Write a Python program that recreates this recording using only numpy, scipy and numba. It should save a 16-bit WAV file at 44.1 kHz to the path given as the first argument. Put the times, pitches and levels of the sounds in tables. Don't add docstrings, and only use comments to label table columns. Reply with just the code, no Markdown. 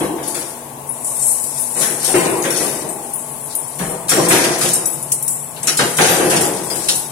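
import sys
import numpy as np
from scipy import signal
from scipy.fft import rfft, irfft, next_fast_len
from scipy.io import wavfile
from scipy.ndimage import uniform_filter1d, minimum_filter1d
from numba import njit

SR = 44100
rng = np.random.default_rng(int(sys.argv[2]) if len(sys.argv) > 2 else 0)


def invert_db(x):
    u = np.asarray(x, float) / 20
    return 10 ** u


def put_to_file(sound):
    columns = np.atleast_2d(sound).T
    safe = np.clip(columns, -1, 1)
    whole_steps = np.round(safe * 32767)
    wavfile.write(sys.argv[1], SR, whole_steps.astype(np.int16))


N = 313551

# (frequency [Hz], level per Hz [dB])
FRAME_COLOUR = [(24, -59), (40, -24), (107, -19.5), (150, -4), (240, -8), (353, -1.5), (407, -5.5),
                (518, -0.5), (589, -10.5), (651, -2.5), (750, -8.5), (817, -5.5), (877, -9.5), (942, -8),
                (1200, -12.5), (1560, -51), (2640, -120)]
# (frequency [Hz], level per Hz [dB])
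DIE_COLOUR = [(1200, -3), (1550, 1), (2200, -2), (3300, -7), (4400, -12)]
# (time [s], bass [dB], die block [dB], ring-down by 60 dB [s])
CLUTCH_BLOWS = [
    (1.753, -17.5, -26.5, 0.63),
    (1.819, -21, -19.5, 0.51),
    (3.79, -16.5, -23.5, 0.56),
    (3.889, -19.5, -35.5, 0.59),
    (4.113, -11, -17.5, 0.71),
    (4.623, -12.5, -18, 0.44),
    (5.561, -32, -35.5, 0.51),
    (5.628, -27, -30.5, 1),
    (6.31, -9.5, -13, 0.545),
]
# (time [s], bass [dB], die block [dB], ring-down by 60 dB [s])
CRANK_BLOWS = [(.004, -10, -21, 0.39), (.089, -17, -41, 0.41), (.179, -25, -32, 1.),
               (.344, -25.5, -27, 0.54), (2.14, -9, -16, 0.76), (2.25, -13.5, -22, 0.54),
               (2.319, -16, -35.5, 0.86), (2.448, -15.5, -18.5, 0.75), (2.599, -16.5, -24.5, 0.82),
               (2.82, -23, -42, 0.96), (4.172, -7, -22, 0.476), (4.26, -13, -21.5, 0.74),
               (4.301, -8.5, -10, 0.75), (4.439, -13.5, -19.5, 0.55), (4.76, -25.5, -48, 0.62),
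               (6.194, -10, -19, 0.87), (1.9, -26.5, -40, 0.53), (5.8, -14.5, -28, .45),
               (6.409, -15.5, -29, 1.), (6.698, -21, -29, 0.7)]
# (time [s], bass [dB], die block [dB], ring-down by 60 dB [s])
BED_BLOWS = [
    (2.033, -30, -33, 0.87),
    (2.075, -18.5, -27, .94),
    (4.089, -24, -17, 0.4),
    (5.675, -18, -11.5, 0.2),
    (5.789, -7, -12.5, .35),
    (5.983, -8, -9.5, .8),
    (6.101, -13.5, -18, 0.72),
    (6.892, -23, -39.5, .28),
]
# (loudest frame note [Hz], push length [s])
BLOW_KINDS = [
    (170, 0.02),
    (345, 0.009),
    (760, 0.0097),
]
# (time [s], level [dB], frequency [Hz], ring-down [s])
BLOCK_RINGS = [(3.805, -30, 1710, .4), (3.8, -30, 1100, .3), (4.115, -22, 1550, .3), (4.17, -22, 640, .4),
               (4.17, -24, 511, .6), (4.33, -18, 947, .6), (4.4, -25, 1943, .3), (5.69, -24, 3914, .15),
               (5.69, -24, 4775, .12), (5.792, -20, 1588, .26), (5.8, -28, 2840, .4), (5.995, -19, 813, .3),
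               (6.0, -24, 1545, .6), (6.1, -20, 511, .9), (6.0, -27, 3860, .6), (4.3, -24, 640, .6)]
# (time [s], level [dB], frequency [Hz])
RAM_BOOMS = [
    (.01, -20.5, 320.6),
    (3.795, -38.5, 60),
    (3.799, -25, 178),
    (5.79, -27, 163),
    (2.141, -12.5, 359.4),
    (4.168, -14, 361),
    (6.197, -12.5, 355),
]
# (time [s], level [dB], ring-down [s])
DIE_CLACKS = [(0.344, -23, 0.19), (1.8093, -13, 0.22), (2.0338, -16, 0.21), (2.4498, -14.5, 0.16),
              (3.7915, -26.5, 0.25), (4.114, -6, 0.25), (4.3084, -6, 0.45), (4.613, -11, 0.27),
              (5.682, -7.5, 0.2), (5.791, -2.5, 0.24), (5.986, -13, 0.28), (6.4092, -16, 0.22),
              (6.8863, -4, 0.19)]
# (frequency [Hz], level per Hz [dB])
STRIP_COLOUR = [(6000, -20), (7500, -5.5), (8200, -3), (9600, -1.), (10800, -4), (11800, -11.5),
                (13500, -17.5), (16000, -26)]
# (time [s], level [dB], lower range relative [dB], ring-down [s])
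DIE_CLANKS = [(1.0453, -12, -24, 0.91), (4.0826, -12, -6, .33), (4.0912, -3.5, -14, 0.75),
              (4.285, -0.5, -17.5, 0.43), (4.3189, -8.5, -5.5, 0.546), (4.4394, -9.5, -4, .21),
              (4.6101, -7, -11.5, 0.81), (4.6861, -4.5, -9, .11), (4.7333, 0, -23, 0.22),
              (4.8569, -11, -25.5, 0.108), (5.026, -16, -34, 0.13), (5.1185, -0.5, -30, 0.17),
              (5.2794, -9.5, -28, 0.62), (5.2785, -4, -30, 0.083), (5.63, -11, -16.5, 0.24),
              (5.671, -3.5, -7.5, 0.28), (5.7703, -6, -9, 0.55), (5.9671, -7, -12.5, 0.89),
              (6.0093, -11, -1.5, 0.96), (6.2976, -6, -10.5, 0.37), (6.3617, -7, -5, .18),
              (6.4075, -3.5, -14, 0.33), (6.8847, -2.5, -6, .25), (6.9526, -9, -21, 0.38)]
# (time [s], level [dB], lower range relative [dB], ring-down [s])
PILE_CLANKS = [(.2289, -25.5, -7.5, 1), (.2749, -16.5, -15, 0.39), (.3438, -17.5, -10, 0.38),
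               (.8699, -25.5, -29, .97), (1.437, -14, -22, 0.15), (1.8089, -12, -7.5, 0.54),
               (2.043, -14, -7.5, 0.49), (2.15, -14, -12, 0.91), (2.4218, -18.5, -11.5, 0.98),
               (2.5028, -14.5, -11.5, 0.45), (2.5596, -22.5, 1.5, .4), (2.6598, -17.5, -9, 0.56),
               (2.8886, -21, -35, .48), (3.133, -23, -29, 0.26), (3.551, -20.5, -28, .35),
               (3.7867, -22, -9.5, 0.7), (4.582, -17, -11, 0.5), (5.2245, -15, -34, .1),
               (6.4586, -15.5, -17, 0.26), (6.6346, -20.5, -17, 0.41), (6.6994, -17.5, -9.5, 0.44),
               (6.7537, -16, -15, 0.4)]
# (time [s], level [dB], centre [Hz], fall by 60 dB [s])
FIRST_CONTACTS = [(2.030, -17, 10300, 0.055), (2.143, -20, 1500, .2), (2.16, -19, 2400, 0.22),
                  (2.44, -19.5, 1800, .12), (2.545, -23, 5200, .12), (3.5515, -12.5, 10400, 0.058),
                  (4.0925, -9, 9800, .1), (4.112, -15, 1550, 0.22), (4.2888, -13.5, 9800, .1),
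                  (4.3082, -13.5, 1540, .15), (4.36, -17, 2000, .15), (4.44, -16, 2500, 0.13),
                  (4.6126, -19, 1350, .12), (4.635, -14, 9000, .2), (4.7345, -6, 9500, .08),
                  (4.8572, -10, 7600, 0.026), (5.1192, -8, 7570, .04), (5.1265, -12, 8000, 0.055),
                  (5.12, -26.5, 2800, 0.054), (5.2788, -14, 8000, .03), (5.6713, -9, 7000, .04),
                  (5.68, -15, 9200, .06), (5.7715, -13, 8500, .05), (5.7909, -12, 1310, 0.19),
                  (5.987, -13, 1100, 0.23), (6.0049, -13, 1930, .2), (6.045, -13.5, 2600, .15),
                  (6.085, -15.5, 3000, .15), (6.11, -15, 1600, .15), (6.365, -17, 8500, 0.085),
                  (6.37, -18, 3000, .12), (6.894, -18, 3400, .08)]
# (time [s], level [dB], centre [Hz], fall by 60 dB [s])
EDGE_TICKS = [(2.043, -16, 8500, .03), (2.4225, -15, 7000, .015), (2.503, -17, 10500, .02),
              (3.552, -12, 10300, .05), (4.734, -10, 9500, .02), (4.741, -11, 9500, .02),
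              (4.8565, -11, 8000, .015), (4.865, -12, 10300, .08), (5.027, -14, 10300, .035),
              (5.1192, -7, 8500, .012), (5.126, -9, 10000, .012), (5.12, -16, 6500, .1),
              (5.2255, -19, 13500, .05), (5.2255, -12, 9800, .05), (5.279, -9, 9000, .015),
              (5.28, -16, 13500, .05), (5.12, -14, 13000, .1), (3.51, -33, 4500, .15),
              (5.563, -31, 3500, .15), (5.6305, -16, 8000, .04), (5.7715, -11, 8000, .03),
              (6.7, -24, 4000, .1), (4.34, -13, 3000, .05), (4.385, -15, 4000, .05), (4.66, -17, 3000, .08),
              (6.894, -14, 4000, .03)]
# (time [s], level [dB], centre [Hz])
EDGE_CATCHES = [(1.0459, -13, 8070), (1.0753, -13, 8060), (1.1027, -13, 8900), (1.2165, -9, 9750),
                (1.3317, -8, 9780), (1.4375, -10, 11000), (1.4933, -14, 9190), (1.5452, -15, 9740),
                (1.5831, -10, 9190), (1.6216, -9, 9890), (1.7089, -19, 9340), (1.7662, -10, 9690),
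                (1.7996, -6, 9230), (1.859, -9, 9420)]
# (hardest at [s], level [dB], 20 dB rise [s], 20 dB fall [s], lower range relative [dB])
DRAGS = [(0., -22.5, .1, 0.2, -10), (.43, -25, 0.3, 0.27, -10), (.92, -29, 0, 11, -25),
         (1.27, -10.5, 0.24, 0.35, -20.5), (1.63, -15, 0.32, 0.13, -17), (1.8, -13.5, .12, 0.4, -13),
         (2.045, -17, 0.12, 0.58, -7), (2.61, -17, 0.18, 0.44, -10), (3.15, -29.5, 0.8, 2, -25),
         (3.5, -33.5, 0.04, .2, -4), (3.88, -25, 1, 0.32, -17), (4.26, -19, 0.14, 0.04, -4),
         (4.41, -17.5, 0.15, .5, -4.5), (4.7, -25, 0.27, 0.22, -2), (4.92, -23, 0, 0.3, -29),
         (5.29, -23.5, 0.8, 0.15, -20.5), (5.8, -29, 0.38, .3, -5), (6.06, -16, 0.3235, 0.7, -9),
         (6.32, -22, .5, 0.36, -6.5), (6.85, -22.5, 0.85, 0.8, -9)]
# (frequency [Hz], level [dB], ring-down [s])
WASHER_NOTES = [(5870, -21, 0.31), (7810, -9, 0.4), (10330, -4, 0.4), (13600, -12, .55)]
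SLUG_NOTES = [(9400, 2, 0.28), (10450, -3, 0.84), (14500, -4, 0.25)]
TAB_NOTES = [(7130, -3, 0.54), (12950, -0.5, 0.47)]
# (time [s], level [dB])
WASHER_DROPS = [
    (4.8564, -1.5),
    (5.2794, -4.5),
    (5.4194, -13),
    (6.9526, -3),
]
SLUG_DROPS = [
    (3.1343, -15.5),
    (3.5518, -14.5),
    (5.2265, -15.5),
]
TAB_DROPS = [
    (4.3216, -19),
    (4.4403, -28),
    (6.0896, -13),
]
# (time [s], level [dB], frequency [Hz], ring-down [s])
SCRAP_PINGS = [(.277, -26., 11050, 0.44), (.39, -27, 10500, 0.21), (0.89, -21, 10430, 0.2),
               (2.043, -22.5, 8430, 1), (2.044, -22, 11200, .3), (2.423, -27, 6600, .2),
               (2.504, -20, 11200, 0.18), (2.51, -24, 9480, 0.64), (2.56, -22.5, 10600, .5),
               (2.889, -26.5, 8560, 0.24), (4.094, -25, 5540, .6), (4.095, -26.5, 5830, .7),
               (4.097, -32, 14300, .4), (4.33, -27, 12950, .45), (5.68, -32, 14200, .2),
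               (6.45, -21, 11000, .2), (2.505, -32, 5500, .5), (2.09, -26, 810, 0.21),
               (4.091, -23, 7164, 0.43), (4.091, -21, 10260, 0.22), (4.75, -22.5, 5380, 0.14),
               (5.026, -23, 10400, 0.126), (5.631, -25, 8640, 0.14), (5.68, -17.5, 5740, 0.22),
               (5.78, -22, 8500, 0.23), (6.636, -36, 10620, 0.34), (6.705, -29, 4990, 0.33)]
# (time [s], level [dB])
MOTOR_LEVEL = [
    (0, -54),
    (1.5, -50),
    (3.5, -48.5),
    (4.9, -42),
    (5.3, -40),
    (5.7, -40.5),
    (6.6, -44),
    (7.11, -42.5),
]
# (frequency [Hz], level [dB])
HUM_NOTES = [(140.0, -51), (242.2, -51), (430.7, -52.5), (484.5, -57.5), (613.7, -51.5), (667.5, -51.5),
             (861.3, -50.5), (888.2, -50.5), (974.4, -53.5), (1098, -55.5)]
# (frequency [Hz], level per Hz [dB])
SHOP_COLOUR = [(25, -21.5), (102, -11.5), (137, -3.5), (175, -13.5), (236, -4.5), (300, -6), (463, -6.5),
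               (863, -1.5), (1150, -6.5), (1190, -20), (3000, -23), (4800, -28), (10000, -17),
               (16000, -29.5)]
# (time [s], level [dB])
SHOP_LOAD = [
    (0, 3.5),
    (1., -1.5),
    (1.7, 0.5),
    (3., -0.5),
    (3.7, -1),
    (4.9, -1.5),
    (5.3, -5),
    (5.6, -2.5),
    (6.8, 2.5),
    (7.11, -1.5),
]
# (frequency [Hz], correlation)
LIKENESS = [(50, 0.58), (140, 0.98), (400, 0.81), (1000, 0.19), (2000, -0.031)]
# (frequency [Hz], left minus right [dB])
LEFT_LEAN = [(100, 6), (1000, 3), (3000, 4), (6000, 6), (10000, 15)]


def on_log(table, hz):
    f, v = np.transpose(table)[:2]
    return np.interp(np.log(np.maximum(hz, 1)), np.log(np.maximum(f, 1)), v)


def curve(table):
    times, values = np.transpose(table)
    return np.interp(np.arange(N) / SR, times, values)


def walk(rate):
    k = int(SR / rate)
    held = np.repeat(rng.standard_normal(N // k + 1), k)
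    return uniform_filter1d(uniform_filter1d(held, k), k)[:N]


def hiss(table, lo_hz, hi_hz):
    size = next_fast_len(N)
    hz = np.arange(size // 2 + 1) * SR / size
    mid, side = rfft(rng.standard_normal((2, size)))
    like = np.clip(on_log(LIKENESS, hz), -.5, .99)
    mid, side = mid * np.sqrt(1 + like), side * np.sqrt(1 - like)
    gain = invert_db(on_log(table, hz)) * (hz > lo_hz) * (hz < hi_hz)
    lean = invert_db(on_log(LEFT_LEAN, hz) / 2)
    x = irfft(gain * np.array([(mid + side) * lean, (mid - side) / lean]), size)[:, :N]
    return x / np.sqrt(np.mean(x.mean(0) ** 2))


@njit
def ring(start, hz, t60, push, left, right, rough, shake, place):
    out = np.zeros((2, N))
    for m in range(len(hz)):
        turn = np.exp(2j * np.pi * hz[m] / SR - np.log(1000) / (t60[m] * SR))
        z, rest, slack = 1 + 0j, 1., np.exp(-1 / (push[m] * SR))
        for i in range(start[m], min(N, start[m] + int(.65 * t60[m] * SR))):
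            z, rest = z * turn, rest * slack
            w = (1 - rest) * z * (1 - rough + rough * shake[(i + place[m]) % N])
            out[0, i] += (w * left[m]).imag
            out[1, i] += (w * right[m]).imag
    return out


def modes(s, hz, db, t60, push, pan_db, rough, shake_hz, count, spread_db=0):
    a, b, c, d, e = rng.standard_normal((len(s), count, 5)).transpose(2, 0, 1)
    like = np.clip(on_log(LIKENESS, hz), 0, .99)
    mid = np.exp(9j * a) * np.sqrt(1 + like)
    side = np.exp(9j * a + 1j * np.pi / 2 * np.sign(b) + .5j * c) * np.sqrt(1 - like)
    size, lean = invert_db(db + spread_db * d), invert_db(pan_db / 2)
    flat = lambda v: np.ascontiguousarray(np.broadcast_to(v, hz.shape)).ravel()
    start = flat((s[:, None] * SR).astype(np.int64))
    shake = (walk(shake_hz) + 1j * walk(shake_hz)) / np.sqrt(2)
    shake = shake[np.arange(N) * (2 if shake_hz > 240 else 1) % N]
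    return ring(start, flat(hz), flat(np.clip(t60, .02, 3)), flat(np.clip(push, 1e-4, .2)),
                flat(size * lean * (mid + side)), flat(size / lean * (mid - side)),
                float(np.clip(rough, 0, 1)), shake, flat((np.abs(e) * N).astype(np.int64)))


def plate(s, db, t60, push, pan_db, shape, lo_hz, hi_hz, shake_hz, count):
    u, v = rng.random((len(s), count, 2)).transpose(2, 0, 1)
    hz = lo_hz * (hi_hz / lo_hz) ** ((np.arange(count) + u) / count)
    colour = shape(hz) + 10 * np.log10(hz)
    colour = colour - 10 * np.log10(np.sum(invert_db(2 * colour), 1, keepdims=True))
    return modes(s, hz, db[:, None] + colour, t60[:, None] * (0.77 + 0.69 * v), push, pan_db,
                 rough=.93, shake_hz=shake_hz, count=count, spread_db=2.4)


def frame():
    parts = CLUTCH_BLOWS, CRANK_BLOWS, BED_BLOWS
    s, bass_db, die_db, t60 = np.concatenate(parts).T
    note_hz, push = np.repeat(BLOW_KINDS, [len(p) for p in parts], axis=0).T

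    def favour(hz):
        closeness = np.exp(-(np.log(hz / note_hz[:, None]) / 0.16) ** 2)
        return on_log(FRAME_COLOUR, hz) + 4.5 * closeness

    body = plate(s, bass_db - 0.5, t60, push[:, None], 2.6, favour, 45, 1250, shake_hz=62, count=50)
    die = plate(s, die_db - 1.0, 1.013 * t60, 0.3 * push[:, None], 0.8,
                lambda hz: on_log(DIE_COLOUR, hz), 1200, 4400, shake_hz=130, count=36)
    return body + die


def ram():
    s, db, hz = np.transpose(RAM_BOOMS)
    turn = np.arange(7)
    echo_s, echo_db = .078, -5.5
    s = s[:, None] + echo_s * turn * (1 + .06 * rng.standard_normal((len(s), 7)))
    db = (db[:, None] + echo_db * turn).reshape(-1, 1)
    hz = np.repeat(hz, 7)[:, None] * [.93, 1, 1.06]
    return modes(s.ravel(), hz, db, 0.32, 0.004, 2.4, rough=0.37, shake_hz=40, count=3)


def clacks():
    s, db, t60 = np.transpose(DIE_CLACKS)
    return plate(s, db - 10.0, t60, 0.00086, 0.34, lambda hz: -hz / 3000.0, 1200, 6500,
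                 shake_hz=260, count=40)


def strip(clanks, pan_db, top_db):
    s, db, low_db, t60 = np.transpose(clanks)
    main = plate(s, db - 6.5, t60, 0.00056, pan_db, lambda hz: on_log(STRIP_COLOUR, hz),
                 5200, 12500, shake_hz=250, count=40)
    low = plate(s, db + low_db + 0.5, 0.86 * t60, 0.0028, 0.71 * pan_db, lambda hz: hz / 636.0,
                2700, 7200, shake_hz=260, count=30)
    top = plate(s, db + top_db, 0.95 * t60, 0.001, pan_db, lambda hz: -hz / 620.0,
                11500, 15800, shake_hz=250, count=24)
    return main + low + top


def cracks(table):
    out = np.zeros((2, N))
    since = np.arange(int(.3 * SR)) / SR
    for s, db, hz, t60 in table:
        i = int(s * SR)
        edges = np.clip(hz * 2 ** (.32 * np.array([-1, 1])), 100, .45 * SR)
        band = signal.butter(2, edges, "band", fs=SR, output="sos")
        mid, side = rng.standard_normal((2, len(since)))
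        burst = signal.sosfilt(band, [mid + side, mid - side])
        burst = burst / burst.std() * invert_db(db - 3.5 - 60 * since / max(t60, .01))
        out[:, i:i + len(since)] += burst[:, :N - i]
    pan_db = 4.5
    return out * invert_db(np.array([[pan_db], [-pan_db]]) / 2)


def slide():
    s, db, rise, fall, low_db = np.transpose(DRAGS)[:, :, None]
    since = np.arange(N) / SR - s
    force_db = db - 20 * np.where(since < 0, -since / rise, since / fall)
    total = lambda level_db: np.sqrt(np.sum(invert_db(2 * level_db), axis=0))
    grit = lambda: invert_db(2.4 * walk(25) + 2.0 * walk(120))
    upper = 0.82 * grit() * hiss(STRIP_COLOUR, 5300, 9200) + grit() * hiss(STRIP_COLOUR, 9200, 15800)
    upper = total(force_db - 5.5) * upper * 0.8
    low_colour = [(1500, -11), (3000, -10), (4500, -3), (5800, -0.5), (7000, -2.5)]
    lower = total(force_db + low_db - 4.5) * grit() * hiss(low_colour, 1300, 7000)
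    return upper + lower


def offcuts(drops, notes, trim_db):
    s, db = np.transpose(drops)
    hz, share_db, t60 = np.repeat(notes, 3, axis=0).T
    hz = hz * (1 + .006 * np.tile([-1, 0, 1], len(notes)))
    return modes(s, hz + 0 * s[:, None], db[:, None] + share_db + trim_db - 2., t60, 0.001, 12.6,
                 rough=0.9, shake_hz=110, count=len(hz))


def lone_rings(table, pan_db, shake_hz):
    s, db, hz, t60 = np.transpose(table)[:, :, None]
    return modes(s[:, 0], hz * [.995, 1.005], db, t60, 0.0008, pan_db, rough=0.88,
                 shake_hz=shake_hz, count=2)


@njit
def walls(x, lags, gain, damp):
    line, soft, out = np.zeros((8, 8192)), np.zeros(8), np.zeros((2, len(x)))
    for i in range(len(x)):
        total = 0.
        for k in range(8):
            soft[k] += (1 - damp) * (gain[k] * line[k, (i - lags[k]) & 8191] - soft[k])
            total += soft[k]
            out[k % 2, i] += soft[k]
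        for k in range(8):
            line[k, i & 8191] = x[i] + soft[k] - total / 4
    return out


def hall(near):
    t60, level_db = 1.17, -14
    lags = rng.integers(900, 3500, 8)
    left, right = walls(near.mean(0) + 1e-18, lags, invert_db(-60 * lags / SR / t60), .51)
    apart = signal.lfilter(*signal.butter(1, 700, "high", fs=SR), left - right)
    return invert_db(level_db) * np.array([left + right + apart, left + right - apart]) / 2


def note(hz, wander_hz):
    return np.sin(2 * np.pi * np.cumsum(hz + wander_hz * walk(25)) / SR)


def belt():
    t = np.arange(N) / SR
    from_s, to_s, fade_s = 2.97, 3.11, .05
    sings = np.clip(np.minimum(t - from_s, to_s - t) / fade_s + 1, 0, 1)
    return sings * invert_db(-34.5 + 3.5 * walk(20)) * note(810, 9)


def motors():
    hum = sum(invert_db(db + 5.0 + 1.8 * walk(6)) * note(hz, 2.5) for hz, db in HUM_NOTES)
    rumble = hiss([(105, -17), (142, 2), (190, -13)], 100, 210)
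    return invert_db(.5 * curve(SHOP_LOAD)) * hum + invert_db(curve(MOTOR_LEVEL) + 2.2 * walk(9)) * rumble


def shop():
    bass = invert_db(1.1 * walk(3.2) + 0.97 * walk(13)) * hiss(SHOP_COLOUR, 20, 1170) * invert_db(-2.5)
    treble = invert_db(0.84 * walk(4.2)) * hiss(SHOP_COLOUR, 1170, 17000) * invert_db(-3.0)
    return invert_db(-34.5) * (invert_db(curve(SHOP_LOAD)) * bass + treble)


def scene():
    near = frame() + ram() + clacks()
    near = near + strip(DIE_CLANKS, pan_db=4, top_db=-19) + strip(PILE_CLANKS, pan_db=14, top_db=-16)
    near = near + cracks(FIRST_CONTACTS)
    near = near + offcuts(WASHER_DROPS, WASHER_NOTES, -13.5)
    near = near + offcuts(SLUG_DROPS, SLUG_NOTES, -8.) + offcuts(TAB_DROPS, TAB_NOTES, -7.0)
    near = near + lone_rings(SCRAP_PINGS, 13.5, 200)
    catches = [(s, db - 9, hz, .07) for s, db, hz in EDGE_CATCHES]
    dry_only = cracks(EDGE_TICKS + catches) + lone_rings(BLOCK_RINGS, 1.5, 60) + slide()
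    return near + dry_only + hall(near) + belt() + motors() + shop()


def starve(x):
    hz, _, z = signal.stft(x, SR, nperseg=2048, noverlap=1536)
    power = np.abs(z.mean(0)) ** 2 + 1e-20
    patch = uniform_filter1d(power, size=9, axis=0)
    around = np.exp(uniform_filter1d(np.log(patch), size=60, axis=0))
    bright = power[(hz > 7500) & (hz < 11500)].mean(0)
    masking = .12
    margin_db = -5.0 + .4 * (hz[:, None] > 11700)
    keep = patch > around ** (1 - masking) * bright ** masking * invert_db(2 * margin_db)
    keep = minimum_filter1d(minimum_filter1d(1. * keep, size=11, axis=0), size=2, axis=1)
    keep[hz < 2700] = 1
    ring_power = patch[(hz > 12600) & (hz < 13700)].max(0)
    above = patch[(hz > 14200) & (hz < 15500)].mean(0)
    keep[np.ix_(hz > 14400, ring_power / above > invert_db(2 * 14))] = 0
    return signal.istft(z * keep, SR, nperseg=2048, noverlap=1536)[1][:, :N]


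def low_pass(x):
    return signal.sosfilt(signal.butter(12, 15900, fs=SR, output="sos"), x)


def record(dry):
    rounded = np.tanh(dry)
    mix = starve(rounded)
    return low_pass(mix)


dry = scene()
out = record(dry)
put_to_file(out)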